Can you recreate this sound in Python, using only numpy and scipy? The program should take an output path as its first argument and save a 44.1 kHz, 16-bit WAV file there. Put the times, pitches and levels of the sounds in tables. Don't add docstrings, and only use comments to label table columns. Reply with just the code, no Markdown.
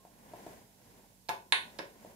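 import sys
import numpy as np
from scipy import signal
from scipy.fft import rfft, irfft
from scipy.io import wavfile
from scipy.ndimage import uniform_filter1d, minimum_filter1d

SR = 44100
rng = np.random.default_rng(int(sys.argv[2]) if len(sys.argv) > 2 else 0)


def digitize_waveform(pressure):
    field = np.atleast_2d(pressure).T
    bounded = np.clip(field, -1, 1)
    quanta = np.round(bounded * 32767).astype(np.int16)
    wavfile.write(sys.argv[1], SR, quanta)


N = 94859
T = np.arange(N) / SR
FREQS = np.fft.rfftfreq(N, 1 / SR)
BLOW_SAMPLES = 8192

# t/s, wood/dB, treble cut-off/Hz, hollow of the ball/dB, its pitch/Hz, thump of the held handle/dB,
# tick of the spike/dB, its pitch/Hz, scrape/dB
CLACKS = [(1.2873, -21, 4940, -10.5, 880, -27, -4, 4300, -36),
          (1.2915, -1.5, 2650, 2.5, 720, -10.5, -13, 3720, -15),
          (1.2974, -14, 2140, 5, 826, -24, -24, 3760, -29),
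          (1.5232, 11.5, 10800, 4.5, 977, -8, -9, 4830, -18.5),
          (1.7880, -19, 3270, -26, 905, -15, -11, 4000, -25),
          (1.7910, -3, 1850, -17.5, 880, 1, -7.5, 5100, -56)]
# f/Hz, level/dB
CRACK_COLOUR = [(100, -41), (500, -19.5), (1000, -9), (1280, -20.5), (1650, 0.5), (2400, -3.5), (3000, 0.5),
                (3700, 0.5), (4350, 1), (5000, -28), (6800, -19.5), (8200, -22.5), (9800, -4.5),
                (11000, -32), (15000, -39)]
# f/Hz, Q
DISPERSION = [(1900, 3.8), (3300, 2.7), (3600, 1.95)]
# f/Hz, level/dB, t60/s
WOOD_MODES = [(1485, 12, 0.21), (1600, -18, 0.09), (1990, -18, .07), (2196, 9, 0.041), (2500, 2.5, 0.021),
              (2503, 5.5, .07), (3070, -2, 0.19), (3170, -15.5, .08), (3580, 0, .06), (3657, 5.5, 0.042),
              (3505, 12, 0.023), (3750, -12, .06), (4460, -14, .06)]
# multiple of its pitch, level/dB, t60/s
HOLLOW_MODES = [(.83, -15.5, .02), (.97, -8.5, .025), (1.1, -1, .015)]
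# f/Hz, level/dB, t60/s
HANDLE_MODES = [(193, -23, 0.071), (337, -4.5, 0.012), (441, -1, 0.11), (539, 4.5, 0.041)]
# t/s, level/dB, pitch/Hz
THUD_EVENTS = [(.0512, -13.5, 710), (.3358, -7, 726), (.3388, -5.5, 676), (.4650, -3.5, 547),
               (.4680, -2.5, 605), (2.0486, -6, 590)]
# multiple of its pitch, level/dB
THUD_COLOUR = [(.06, -9.5), (.15, -18.5), (.3, -8), (.6, -4.5), (1, 3), (1.5, -8), (2, -20), (4, -27.5),
               (8, -37)]
# peak t/s, rise/s, fall/s, hiss/dB, flapping/dB
CLOTH_MOVES = [(.25, 0.28, 0.12, -80, -63), (.47, 0.18, 0.17, -58.5, -54.5), (.92, 0.15, 0.21, -65, -63),
               (1.69, 0.15, 0.3, -62.5, -58), (2.08, 0.087, 0.1, -64.5, -59)]
# f/Hz, level/dB
CLOTH_HISS_COLOUR = [(500, 14), (1000, 2), (1900, 6.5), (2800, 0.5), (7000, 0), (11000, -5.5), (15000, -18)]
# f/Hz, level/dB
FLAP_IN_ROOM = [(30, -16), (100, -7), (180, -2), (222, 4.5), (265, -2.5), (400, -3), (650, -1.5), (950, -2),
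                (1250, -8), (2000, -10), (4000, -23)]
# delay/s, left/dB, right/dB
NEAR_ECHOES = [(.0054, -16.5, -6), (.009, -43, -11.5)]
# f/Hz, t60/s, level/dB, left minus right/dB, likeness of the sides (0-1)
ROOM_TAIL = [(95, 0.42, 11, 7, 1), (231, 0.75, 4, -3.5, 1), (594, 0.31, 5, 3.5, 1),
             (1024, 0.31, 9, 3.5, 0.16), (2030, 0.26, 7, -3.5, 0.56), (3900, 0.28, -0.5, -5, 0.04),
             (9780, 0.27, -2.5, -8.5, 0)]
# f/Hz, level/dB
AIR_COLOUR = [(25, -8.5), (45, -2), (65, -26), (110, 1.5), (180, -5.5), (300, -10), (600, -11.5),
              (1000, -13), (1500, -18), (2200, -18.5), (6500, -17), (10500, -18), (11400, -14),
              (12400, -19), (15500, -20)]
# f/Hz, likeness (0-1)
NOISE_LIKENESS = [(50, 0.57), (500, 1), (1500, 0), (10000, 0.16)]
# f/Hz, level/dB
HUM_PARTIALS = [(46, -77.5), (95, -80.5), (118, -100), (188, -74), (237, -79)]
# f/Hz, gain/dB
MIC_RESPONSE = [(20, -18), (33, -11), (45, 1), (1060, 0), (1220, -9), (1400, -3.5), (1550, -2),
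                (15000, 0.5)]

RING_DB, SPIKE_RISE_S = -9, 0.00038
SCRAPE_TOP_HZ, SCRAPE_T60_S = 10800, 0.0053
RADIATE_HZ = 198
FLUTTER_HZ, FLUTTER_DB = 44.2, 1.5
ROOM_GAP_S, ROOM_BUILD_S, THUD_ROOM_DB = 0.0005, 0.0011, -7
EARLY_DB, EARLY_T60_S = -8.5, 0.023
AIR_DB, WHINE_HZ, WHINE_DB, WHINE_T60_S = -64.5, 1070, -67, 0.71
KNOCK_PAN_DB, THUD_PAN_DB, AIR_PAN_DB = -7.5, 1, -5
KNOCK_LAG_S, DIFFUSE_LEAD_S = .00005, 0.000285
CEILING, TOP_HZ = .6, 15600


def knocks():
    out, t = np.zeros(N), np.arange(BLOW_SAMPLES) / SR
    wood = disperse(click(CRACK_COLOUR) + amp(RING_DB) * ring(WOOD_MODES))
    for s, wood_db, cutoff_hz, hollow_db, hollow_hz, thump_db, spike_db, spike_hz, scrape_db in CLACKS:
        hollow = ring([(hollow_hz * k, db, t60) for k, db, t60 in HOLLOW_MODES])
        body = amp(wood_db) * wood + amp(hollow_db) * hollow + amp(thump_db) * ring(HANDLE_MODES)
        scrape = lowpass(rng.standard_normal(BLOW_SAMPLES), SCRAPE_TOP_HZ) * fade(t, SCRAPE_T60_S)
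        scrape *= amp(scrape_db) / np.linalg.norm(scrape)
        out += delay(lowpass(body, cutoff_hz) + amp(spike_db) * spike_tick(spike_hz) + scrape, s)
    return signal.lfilter(*signal.butter(2, RADIATE_HZ, "high", fs=SR), out)


def ring(modes):
    t, swing = np.arange(BLOW_SAMPLES) / SR, 0
    for hz, db, t60 in modes:
        omega, damping = 2 * np.pi * hz, np.log(1000) / t60
        swing += amp(db) * 2 * damping / omega * np.sin(omega * t) * fade(t, t60)
    return np.diff(swing, prepend=0)


def disperse(x):
    for hz, q in DISPERSION:
        poles = signal.iirpeak(hz, q, fs=SR)[1]
        x = signal.lfilter(poles[::-1], poles, x)
    return x


def spike_tick(hz):
    t = np.arange(BLOW_SAMPLES) / SR
    swell = t * np.exp(-t / SPIKE_RISE_S)
    return 2 * swell / swell.sum() * np.sin(2 * np.pi * hz * t)


def thuds():
    out = np.zeros(N)
    for s, db, hz in THUD_EVENTS:
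        bump = click([(hz * k, level_db) for k, level_db in THUD_COLOUR])
        out -= amp(db) * delay(bump, s)
    return out


def clothes():
    hiss, flap = 0, 0
    for s, rise, fall, hiss_db, flap_db in CLOTH_MOVES:
        move = np.exp(-((T - s) / np.where(T < s, rise, fall)) ** 2)
        hiss += amp(hiss_db) * move
        flap += amp(flap_db) * move
    flutter = amp(FLUTTER_DB * wander(FLUTTER_HZ))
    return hiss * noise(CLOTH_HISS_COLOUR) * flutter ** 0.1 + flap * noise(FLAP_IN_ROOM) * flutter


def room_response():
    white, out = stereo_spectra(read(ROOM_TAIL, FREQS, column=4)), np.zeros((2, N))
    centres = np.geomspace(60, 16000, 17)
    for hz, weights in zip(centres, np.eye(len(centres))):
        band = irfft(white * read(np.c_[centres, weights], FREQS), N)
        t60, db, pan_db = (read(ROOM_TAIL, hz, column) for column in (1, 2, 3))
        gain = amp(db) * np.sqrt(2 * np.log(1000) / (t60 * SR))
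        out += band * fade(T, t60) * gain * pan(pan_db)
    build_up = np.clip((T - ROOM_GAP_S) / ROOM_BUILD_S, 0, 1)
    out *= build_up * (1 + amp(EARLY_DB) * fade(T, EARLY_T60_S))
    for s, left_db, right_db in NEAR_ECHOES:
        out[:, int(s * SR)] += amp([left_db, right_db])
    return out


def room_tone():
    hum = sum(amp(db) * np.sqrt(2) * np.sin(2 * np.pi * hz * T + 0.24 * wander(hz=2.3))
              for hz, db in HUM_PARTIALS)
    whine = amp(WHINE_DB) * np.sin(2 * np.pi * WHINE_HZ * T + 0.37 * wander(hz=24)) * fade(T, WHINE_T60_S)
    return (amp(AIR_DB) * noise(AIR_COLOUR) + hum + whine) * pan(AIR_PAN_DB)


def noise(colour):
    return unit_rms(irfft(stereo_spectra(read(NOISE_LIKENESS, FREQS)) * amp(read(colour, FREQS)), N))


def stereo_spectra(likeness):
    mid, side = rfft(rng.standard_normal((2, N)))
    mid *= np.sqrt((1 + likeness) / 2)
    side *= np.sqrt((1 - likeness) / 2)
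    late = np.exp(-2j * np.pi * FREQS * DIFFUSE_LEAD_S)
    return np.array([mid + side, (mid - side) * late])


def wander(hz):
    return unit_rms(irfft(rfft(rng.standard_normal(N)) / (1 + (FREQS / hz) ** 4), N))


def click(colour):
    cepstrum = irfft(np.log(amp(read(colour, np.fft.rfftfreq(BLOW_SAMPLES, 1 / SR)))))
    cepstrum[1:BLOW_SAMPLES // 2] *= 2
    cepstrum[BLOW_SAMPLES // 2 + 1:] = 0
    return irfft(np.exp(rfft(cepstrum)))


def read(table, hz, column=1):
    rows = np.array(table, float)
    return np.interp(np.log(np.maximum(hz, 1)), np.log(rows[:, 0]), rows[:, column])


def pan(db):
    return amp(np.array([[db], [-db]]) / 2)


def lowpass(x, hz):
    return signal.lfilter(*signal.butter(2, hz, fs=SR), x)


def fade(t, t60):
    return np.exp(-np.log(1000) * t / t60)


def delay(x, s):
    return np.pad(x, (int(s * SR), N))[:N]


def amp(db):
    return 10 ** (np.asarray(db) / 20)


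def unit_rms(x):
    return x / np.sqrt(np.mean(x ** 2))


def scene():
    wood, bumps = knocks(), thuds()
    direct = np.array([delay(wood, KNOCK_LAG_S), wood]) * pan(KNOCK_PAN_DB) + bumps * pan(THUD_PAN_DB)
    into_room = wood + amp(THUD_ROOM_DB) * bumps
    walls = signal.fftconvolve(into_room[None], room_response(), axes=1)[:, :N]
    return direct + walls + clothes() + room_tone()


def record(dry):
    picked_up = signal.fftconvolve(dry, click(MIC_RESPONSE)[None], axes=1)[:, :N]
    gain = CEILING / np.maximum(np.abs(picked_up), CEILING)
    limited = picked_up * uniform_filter1d(minimum_filter1d(gain, size=65), size=65)
    return signal.sosfilt(signal.ellip(10, .2, 70, TOP_HZ, fs=SR, output="sos"), limited)


dry = scene()
out = record(dry)
digitize_waveform(out)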